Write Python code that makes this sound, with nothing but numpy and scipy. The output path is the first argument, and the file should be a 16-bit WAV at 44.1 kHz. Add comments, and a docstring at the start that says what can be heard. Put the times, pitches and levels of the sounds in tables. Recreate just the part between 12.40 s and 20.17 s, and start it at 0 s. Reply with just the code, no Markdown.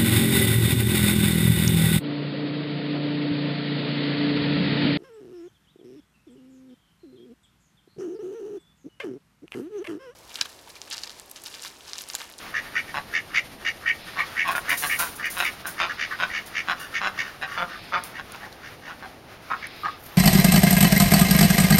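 """Two ducks chatter on a paved backyard patio, thinning out as they walk off.
The hen quacks with a buzz as membranes in her throat snap shut; the drake (the male) rasps as puffs
of air make his throat whistle. Close by, thin metal brushes and jingles, a few drips tick and a lens
motor whirs now and then; faint sizzles come near the end. House walls briefly echo the ducks,
over a quiet outdoor rumble, rush and hiss."""
import sys
import numpy as np
from scipy import signal
from scipy.fft import rfft, irfft, next_fast_len
from scipy.io import wavfile
from scipy.ndimage import map_coordinates

SR = 44100
rng = np.random.default_rng(int(sys.argv[2]) if len(sys.argv) > 2 else 0)


def dump(signal):
    """Clip the signal to [-1, 1] and save it as 16-bit WAV at the path in sys.argv[1]."""
    limited = np.clip(np.atleast_2d(signal).T, -1, 1)
    pcm = np.round(limited * 32767).astype(np.int16)
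    wavfile.write(sys.argv[1], SR, pcm)


N = 342657
FULL_DB = -20  # a full-strength call in the ducks' tables

# the tones her throat rings at: (frequency [Hz], width [Hz], level [dB])
HEN_THROAT = [(232, 230, -13), (745, 270, -4), (1082, 235, 2), (1527, 330, 2), (1900, 410, -4),
              (2550, 710, -4), (3300, 370, -9), (3873, 325, -7), (5140, 780, -16), (6630, 590, -23.5)]
# the highs that a harder quack lifts: (frequency [Hz], share of the lift [0-1])
HEN_HIGHS = [(1700, 0), (2600, 0.94), (3700, 1)]
# the lows that a deeper quack lifts: (frequency [Hz], share of the lift [0-1])
HEN_CHEST = [(300, 1), (650, 0.64), (900, 0.85), (1150, 0.1)]
# her quacks: (peak time [s], length [s], pitch [Hz], relative level [dB], mouth tone [Hz], rasp [dB])
QUACKS = [(0.571, 0.056, 143.7, -23.5, 930, -5), (1.801, 0.066, 172, -25, 1120, -4.5),
          (2.095, 0.079, 173.3, -20, 1140, -2.5), (2.166, 0.046, 140.7, -21, 1580, -2.5),
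          (2.323, 0.044, 139.2, -25.5, 1120, 3), (2.445, 0.043, 147, -21, 1850, -1),
          (2.625, 0.069, 169.3, -22, 1335, -3), (3.008, 0.085, 179.2, -19.5, 1430, 2.5),
          (3.273, 0.049, 172.6, -28, 1550, -3.5), (3.43, 0.062, 178, -18.5, 1260, 2.5),
          (3.829, 0.068, 177.1, -19, 1400, -0.5), (4.308, 0.06, 177.7, -19.5, 1400, -1.5),
          (4.652, 0.079, 194.4, -20.5, 1330, -2.5), (5.034, 0.04, 153.5, -23.5, 1810, 0.5),
          (5.205, 0.072, 175.9, -21, 1210, -4.5), (5.556, 0.061, 180.8, -18.5, 1230, -6.5),
          (5.797, 0.027, 154.5, -29.5, 1600, -0.5), (5.954, 0.018, 149.6, -35.5, 1250, -0.5),
          (6.046, .06, 168.7, -40, 776, -11), (6.503, 0.051, 166.8, -33, 1390, -5),
          (6.647, 0.051, 186.4, -34, 810, -10), (7.128, 0.055, 157.6, -21.5, 1250, -11),
          (7.463, 0.057, 173.3, -21.5, 1245, -13.5)]

def hen(jitter_s=.00018, puff_cycles=.3, open_db=3.0, open_lead_s=.0046, mouth_octaves=.19):
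    """Membranes snap shut in sharp, slightly uneven pulses, each followed by a puff of air."""
    track, t = np.zeros(N), np.arange(-SR // 8, SR // 8) / SR
    cycles = np.arange(-15, 16)
    for s, length, pitch_hz, db, mouth_hz, rasp_db in QUACKS:
        rise, fall = .52 * length, .48 * length
        snap_times = cycles / pitch_hz + rng.normal(0, jitter_s, len(cycles))
        snap_samples = np.clip(np.searchsorted(t, snap_times), 0, len(t) - 1)
        pulses = np.bincount(snap_samples, amp(rng.normal(0, 3.5, len(cycles))), len(t))
        puff_decay = np.exp(-pitch_hz / (puff_cycles * SR))
        puffs = signal.lfilter([1], [1, -puff_decay], pulses) * rng.standard_normal(len(t))
        pressure = swell(t, rise, fall, attack=5.0)
        leak = .5 * amp(-.66 * rasp_db)  # in a dull quack the membranes seal less well
        source = pressure * (unit(pulses) + leak * unit(puffs))
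        chest_db = .8 + .7 * (FULL_DB - db) + .23 * rasp_db  # soft or hoarse quacks sit deeper
        honk_db = 6 - .47 * rasp_db  # less rasp, more nasal honk
        neck = 1 + .054 * rng.standard_normal()  # the neck stretches a little from call to call
        voice = ring(source, lambda hz: resonances(HEN_THROAT, hz * neck)
                     + honk_db * hump(hz, mouth_hz, mouth_octaves)
                     + rasp_db * along(HEN_HIGHS, hz) + chest_db * along(HEN_CHEST, hz))
        # the bill is widest in mid-call, and only then lets the highs out in full
        opening = swell(t + open_lead_s, rise, fall) ** .45
        highs = filtered(voice, lambda hz: along(HEN_HIGHS, hz))
        voice = voice + highs * (amp(open_db) * opening - 1)
        add(track, s + t[0], at_level(near_echoes(voice, echo_db=-11, spread_s=.014), pressure, db))
    return track


# the tones his throat whistles at: (frequency [Hz], width [Hz], level [dB])
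DRAKE_THROAT = [(1183, 124, -3.5), (1526, 166, -6.5), (1840, 120, -0.5), (2258, 133, -1), (2887, 150, -2)]

def whistle(flow, mouth_hz, mouth_octaves=.42):
    """Flowing air sets the drake's throat ringing; his mouth favours the tones near mouth_hz."""
    def throat(hz):
        return sum((-1) ** k * amp(db) * 1j * hz * width / (centre ** 2 - hz ** 2 + 1j * hz * width)
                   for k, (centre, width, db) in enumerate(DRAKE_THROAT))
    return unit(filtered(flow, lambda hz: throat(hz) * hump(hz, mouth_hz, mouth_octaves)))


# the tones of air forced through his throat: (frequency [Hz], width [Hz], level [dB])
DRAKE_BREATH = [(1290, 260, 12), (1840, 300, -7), (2830, 350, 16.5), (3580, 460, 8.5), (4720, 620, 7),
                (5540, 730, 3), (6110, 910, 3), (6830, 510, -3), (9900, 3200, -22)]
# his rasps: (peak time [s], length [s], relative level [dB], mouth tone [Hz], breathiness [dB])
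RASPS = [(.167, 0.052, -22, 1880, 5), (0.268, .048, -41, 1810, 4), (0.378, 0.05, -20.5, 1960, 2.5),
         (0.495, 0.045, -37.5, 1830, 10), (0.766, 0.053, -20.5, 2000, 5.5), (0.972, 0.049, -17, 2120, 7.5),
         (1.278, 0.053, -21, 2050, 7.5), (1.490, 0.056, -17, 2140, -2), (1.684, 0.028, -37, 1600, 9),
         (1.805, 0.055, -21.5, 2030, -2), (2.006, 0.073, -20, 2060, 1.5), (2.318, .06, -19, 1970, 5),
         (2.524, 0.054, -20, 2100, 4.5), (2.802, 0.029, -30, 1470, 1), (2.859, 0.062, -24, 2000, 3.5),
         (3.066, 0.051, -22, 2180, 7.5), (3.407, 0.058, -28.5, 1820, 8), (3.509, .045, -27, 1500, 5.5),
         (3.625, .064, -24, 2020, 8.5), (3.726, .04, -26.5, 1540, -4), (3.917, .04, -31.5, 1960, 3),
         (3.964, 0.065, -25, 1970, 8), (4.181, 0.063, -23.5, 2150, 8), (4.429, 0.099, -36, 1530, 12.5),
         (4.568, 0.051, -23, 1910, 7.5), (4.805, 0.047, -23, 1930, 10), (4.865, 0.074, -35.5, 1520, 8.5),
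         (5.132, 0.12, -33.5, 1520, 7), (5.336, 0.096, -36, 1430, 5), (5.77, 0.068, -36, 1770, 6),
         (6.037, 0.067, -39, 1610, 3), (6.262, 0.063, -39, 1700, 8.5), (6.469, 0.09, -40.5, 1680, 12.5),
         (7.245, .044, -31.5, 1880, 4)]

def drake(saturation=.24, closure=.38, waver_cycles=.15, breath_db=-17):
    """Slow puffs of air drive a reedy, breathy whistle; a soft low grunt leads into each rasp."""
    track, t = np.zeros(N), np.arange(-SR // 8, SR // 8) / SR
    grunts = [(s - .05, length, db - 23.5, 1550, breathy_db) for s, length, db, _, breathy_db in RASPS]
    for s, length, db, mouth_hz, breathy_db in RASPS + grunts:
        rise, fall = .53 * length, .47 * length
        puff_hz = 80.6 + .4 * (db - FULL_DB)  # more effort, faster puffs
        phase = puff_hz * t + waver_cycles * wobble(62.2, len(t))
        puffs = np.exp(2 * closure * np.cos(2 * np.pi * phase)).clip(0, np.exp(closure))
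        pressure = swell(t, rise, fall, attack=3.1)
        flow = rng.standard_normal(len(t))
        # the bill opens as the call starts, bringing out the higher tones
        opening = np.clip(1.474 + 1.04 * t / rise, 0, 1)
        tone = (1 - opening) * whistle(flow, .72 * mouth_hz) + opening * whistle(flow, mouth_hz)
        strength = np.abs(signal.hilbert(tone)) + 1e-9
        reed = unit(tone / strength ** saturation)  # squeezes the whistle's loudest moments
        breath = unit(filtered(rng.standard_normal(len(t)), lambda hz: amp(resonances(DRAKE_BREATH, hz))))
        voice = pressure * puffs * (reed + amp(breath_db + breathy_db) * breath)
        add(track, s + t[0], at_level(near_echoes(voice, echo_db=-12.5, spread_s=.02), pressure, db))
    return track


# the tone of the scrape: (frequency [Hz], level [dB])
SCRAPE_TONE = [(300, -6.5), (2000, -13), (4000, -5), (6500, -2.5), (9200, 2), (11000, 2), (14000, -1),
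               (16000, 0)]
# the notes the metal rings at: (frequency [Hz], level [dB], time to fade by 60 dB [s])
METAL_NOTES = [(9060, -9, .16), (9360, -2, .16), (10420, 5, 0.081), (10900, -6, .12), (11500, -21, 0.32),
               (12200, -8, .14), (12780, -4, .14), (14130, 0, .12), (15300, -18, .15)]
# brushing strokes: (time [s], level [dB], time to fade by 60 dB [s])
STROKES = [(2.073, -37, 0.1), (2.108, -32, .12), (2.152, -31.5, .2), (2.287, -28.5, 0.38),
           (2.369, -25.5, 0.7), (2.458, -31, 0.81), (2.586, -21.5, 0.32), (2.752, -36.5, .14),
           (2.85, -38, .11), (2.898, -32.5, .55), (2.975, -31.5, .4), (3.04, -34, 0.15), (3.263, -30, .23),
           (4.057, -40, .15), (4.392, -39.5, .3), (5.635, -39, 0.24)]

def brushed_metal(rise_s=.0082, grain_db=1.0, ring_db=-11):
    """Each stroke catches quickly, slides out in a grainy hiss and leaves the thin metal ringing."""
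    t, power = np.arange(N) / SR, np.zeros(N)
    for s, db, fade_s in STROKES:
        catch = np.clip((t - s) / rise_s, 0, 1)
        slide = amp(db - 60 * np.maximum(t - s - rise_s, 0) / fade_s)
        power += (catch * slide) ** 2
    scrape = np.sqrt(power) * unit(noise(SCRAPE_TONE, N) * amp(grain_db * wobble(400, N)))
    age = t[:SR // 2]
    metal = sum(amp(db - 60 * age / fade_s) * np.sin(2 * np.pi * hz * age)
                for hz, db, fade_s in METAL_NOTES)
    jingle = unit(signal.fftconvolve(scrape, metal)[:N])
    return scrape + amp(ring_db) * np.std(scrape) * jingle


# drips landing: (time [s], relative level [dB], pitch [Hz])
DRIPS = [(5.638, -14.5, 9100), (5.921, -22.5, 9700), (5.96, -31, 5200), (6.127, -32, 4070),
         (7.27, -22.5, 9400)]

def drips(gain_db=-6, sharpness=5, ring_cycles=54):
    """Tiny impacts tick brightly. All ring for the same number of cycles, so low ones last longer."""
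    track, t = np.zeros(N), np.arange(SR // 20) / SR
    for s, db, pitch_hz in DRIPS:
        band = lambda hz: 1 / np.hypot(1, 2 * sharpness * np.log((hz + 1) / pitch_hz))
        burst = unit(filtered(rng.standard_normal(len(t)), band))
        add(track, s, amp(db + gain_db - 60 * t * pitch_hz / ring_cycles) * burst)
    return track


# the tone of a sizzle: (frequency [Hz], level [dB])
SIZZLE_TONE = [(5000, -10), (9000, -9), (11000, -6), (13400, 1), (14200, -11), (16000, -10)]
# the sizzles: (peak time [s], level [dB])
SIZZLES = [(7.42, -52), (7.665, -44.5), (7.76, -48)]

def sizzles(rise_s=.054, fall_s=.03, grain_db=3.5):
    """Faint, very high, grainy noise swells and dies a few times near the end."""
    t = np.arange(N) / SR
    level = sum(amp(db) * swell(t - s, rise_s, fall_s) for s, db in SIZZLES)
    return level * unit(noise(SIZZLE_TONE, N) * amp(grain_db * wobble(200, N)))


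# the tone of the motor: (frequency [Hz], level [dB])
MOTOR_TONE = [(600, -18), (1400, 0), (2400, 9.5), (3000, 3.5), (3600, 7), (4600, 3.5), (5300, 3.5),
              (6000, -40), (9000, -33)]
# when the motor runs: (start [s], end [s])
MOTOR_RUNS = [(1.557, 1.93), (3.4, 3.928), (5.26, 5.71), (7.123, 7.6)]

def lens_motor(level_db=-46, ramp_s=.062):
    """The focus motor whirs softly in short runs."""
    t = np.arange(N) / SR
    running = sum(np.clip(np.minimum(t - start, end - t) / ramp_s, 0, 1) for start, end in MOTOR_RUNS)
    return amp(level_db) * running * noise(MOTOR_TONE, N)


def near_echoes(x, echo_db, spread_s, count=7):
    """Paving, fence and wall add weak copies of a call, different at every spot."""
    paths = np.zeros(SR // 10)
    paths[0] = 1
    delays = rng.uniform(.0008, spread_s, count)
    paths[(delays * SR).astype(int)] += amp(echo_db) * rng.normal(0, 1, count)
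    return signal.fftconvolve(x, paths)[:len(x)]


# how long the patio echoes: (frequency [Hz], time to fade by 60 dB [s])
PATIO_FADE = [(200, 1), (2000, 0.22), (6000, 0.32), (14000, 0.069)]

def patio_echo(x, build_s=.0037):
    """The walls send back a blurred echo whose highs die first."""
    hz, t, spectrum = signal.stft(rng.standard_normal(SR // 2), SR, nperseg=256)
    fade = amp(-60 * t / along(PATIO_FADE, hz)[:, None])
    tail = signal.istft(spectrum * fade * (1 - np.exp(-t / build_s)), SR, nperseg=256)[1]
    return signal.fftconvolve(x, tail / np.linalg.norm(tail))[:N]


# the tones of the yard's three noises, each: (frequency [Hz], level [dB])
RUMBLE_TONE = [(12, -38), (20, -7), (92, -0.5), (156, -1.5), (264, -2), (375, -3.5), (440, -5), (767, -4.5),
               (900, -7), (1170, -27), (1980, -120)]
RUSH_TONE = [(400, -6.5), (800, -3), (1300, 2), (2000, -0.5), (3000, -5.5), (5000, -9.5), (8000, -20)]
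HISS_TONE = [(2000, 10), (4500, 7.5), (7000, -0.5), (9700, 3.5), (11000, 1.5), (14000, -0.5), (16000, -44)]
# how the rush rises and falls: (time [s], relative level [dB])
RUSH_LEVEL = [(0, -40.5), (.35, -47), (1.3, -54), (1.7, -43), (3.2, -44), (4.8, -46), (5.4, -46),
              (6.9, -46.5), (7.77, -44)]

def yard(rumble_db=-48.5, rush_gain_db=-2.0, hiss_db=-47):
    """A far rumble, a restless mid-pitched rush and a fine fluttering hiss fill the background."""
    t = np.arange(N) / SR
    rumble = amp(rumble_db) * noise(RUMBLE_TONE, N)
    rush_db = np.interp(t, *np.transpose(RUSH_LEVEL)) + rush_gain_db
    rush = amp(rush_db + 2.6 * wobble(15, N)) * noise(RUSH_TONE, N)
    fade_db = 2.5 * np.maximum(t - 3, 0)  # the hiss holds for 3 s, then fades
    hiss = amp(hiss_db - fade_db + 2.7 * wobble(38, N)) * noise(HISS_TONE, N)
    return rumble + rush + hiss


def amp(db):
    """Turn decibels into a volume multiplier."""
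    return 10 ** (np.asarray(db) / 20)


def unit(x):
    """Scale to an average (rms) level of 1."""
    return x / np.sqrt(np.mean(x ** 2) + 1e-20)


def along(points, hz):
    """Read between (frequency, value) points, spacing octaves evenly."""
    f, v = np.transpose(points)
    return np.interp(np.log(hz + 1), np.log(f), v)


def hump(hz, centre_hz, octaves):
    """A smooth bump around one frequency."""
    return np.exp(-(np.log2((hz + 1) / centre_hz) / octaves) ** 2)


def resonances(tones, hz):
    """The level in dB that a set of ringing tones gives each frequency."""
    power = sum(amp(db) ** 2 / (1 + (2 * (hz - centre) / width) ** 2) ** 2 for centre, width, db in tones)
    return 10 * np.log10(power + 1e-9)


def filtered(x, response):
    """Turn each frequency of x up or down by response(hz)."""
    size = next_fast_len(len(x) + 4096)
    return irfft(rfft(x, size) * response(np.fft.rfftfreq(size, 1 / SR)), size)[:len(x)]


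def ring(x, colour_db, size=2048):
    """Shape the tone of x so that it rings after each pulse, never before."""
    cepstrum = irfft(np.log(amp(colour_db(np.fft.rfftfreq(size, 1 / SR))) + 1e-6))
    cepstrum[1:size // 2] *= 2
    cepstrum[size // 2 + 1:] = 0
    return signal.fftconvolve(x, irfft(np.exp(rfft(cepstrum))))[:len(x)]


def noise(tone, size):
    """Noise with the given tone, at level 1."""
    return unit(filtered(rng.standard_normal(size), lambda hz: amp(along(tone, hz))))


def wobble(rate, size):
    """A smooth curve through `rate` random points a second."""
    return map_coordinates(rng.standard_normal(int(size * rate / SR) + 4), [np.arange(size) * rate / SR])


def add(track, s, x):
    """Mix x into the track from time s on."""
    start = round(s * SR)
    lo, hi = max(start, 0), min(start + len(x), N)
    if lo < hi:
        track[lo:hi] += x[lo - start:hi - start]


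def swell(t, rise, fall, attack=2):
    """A rise and fall that peaks at t = 0; a higher attack starts more abruptly."""
    return np.exp(-np.abs(t / np.where(t < 0, rise, fall)) ** np.where(t < 0, attack, 2))


def at_level(x, pressure, db):
    """Scale a call so that its level at full pressure is db."""
    return amp(db) * unit(x) * np.sqrt(np.mean(pressure ** 2))


def scene():
    """Both ducks in the patio's echo, with the small close sounds and the yard behind."""
    ducks = amp(-3.0) * hen() + amp(-1.23) * drake()
    echo = amp(-18.5) * patio_echo(ducks)
    return (ducks + echo + brushed_metal() + drips() + sizzles() + lens_motor() + yard())[None]


def record(dry, peak_limit=.35, notch_hz=7900, notch_width_hz=650, top_hz=15820):
    """The camera rounds off sharp peaks, scoops out one band of treble and cuts the very top."""
    rounded = dry[0] / (1 + (dry[0] / peak_limit) ** 4) ** (1 / 4)
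    notch = lambda hz: np.abs(hz - notch_hz) / np.hypot(hz - notch_hz, notch_width_hz)
    return filtered(rounded, lambda hz: notch(hz) * (hz < top_hz))[None]


dry = scene()
out = record(dry)
dump(out)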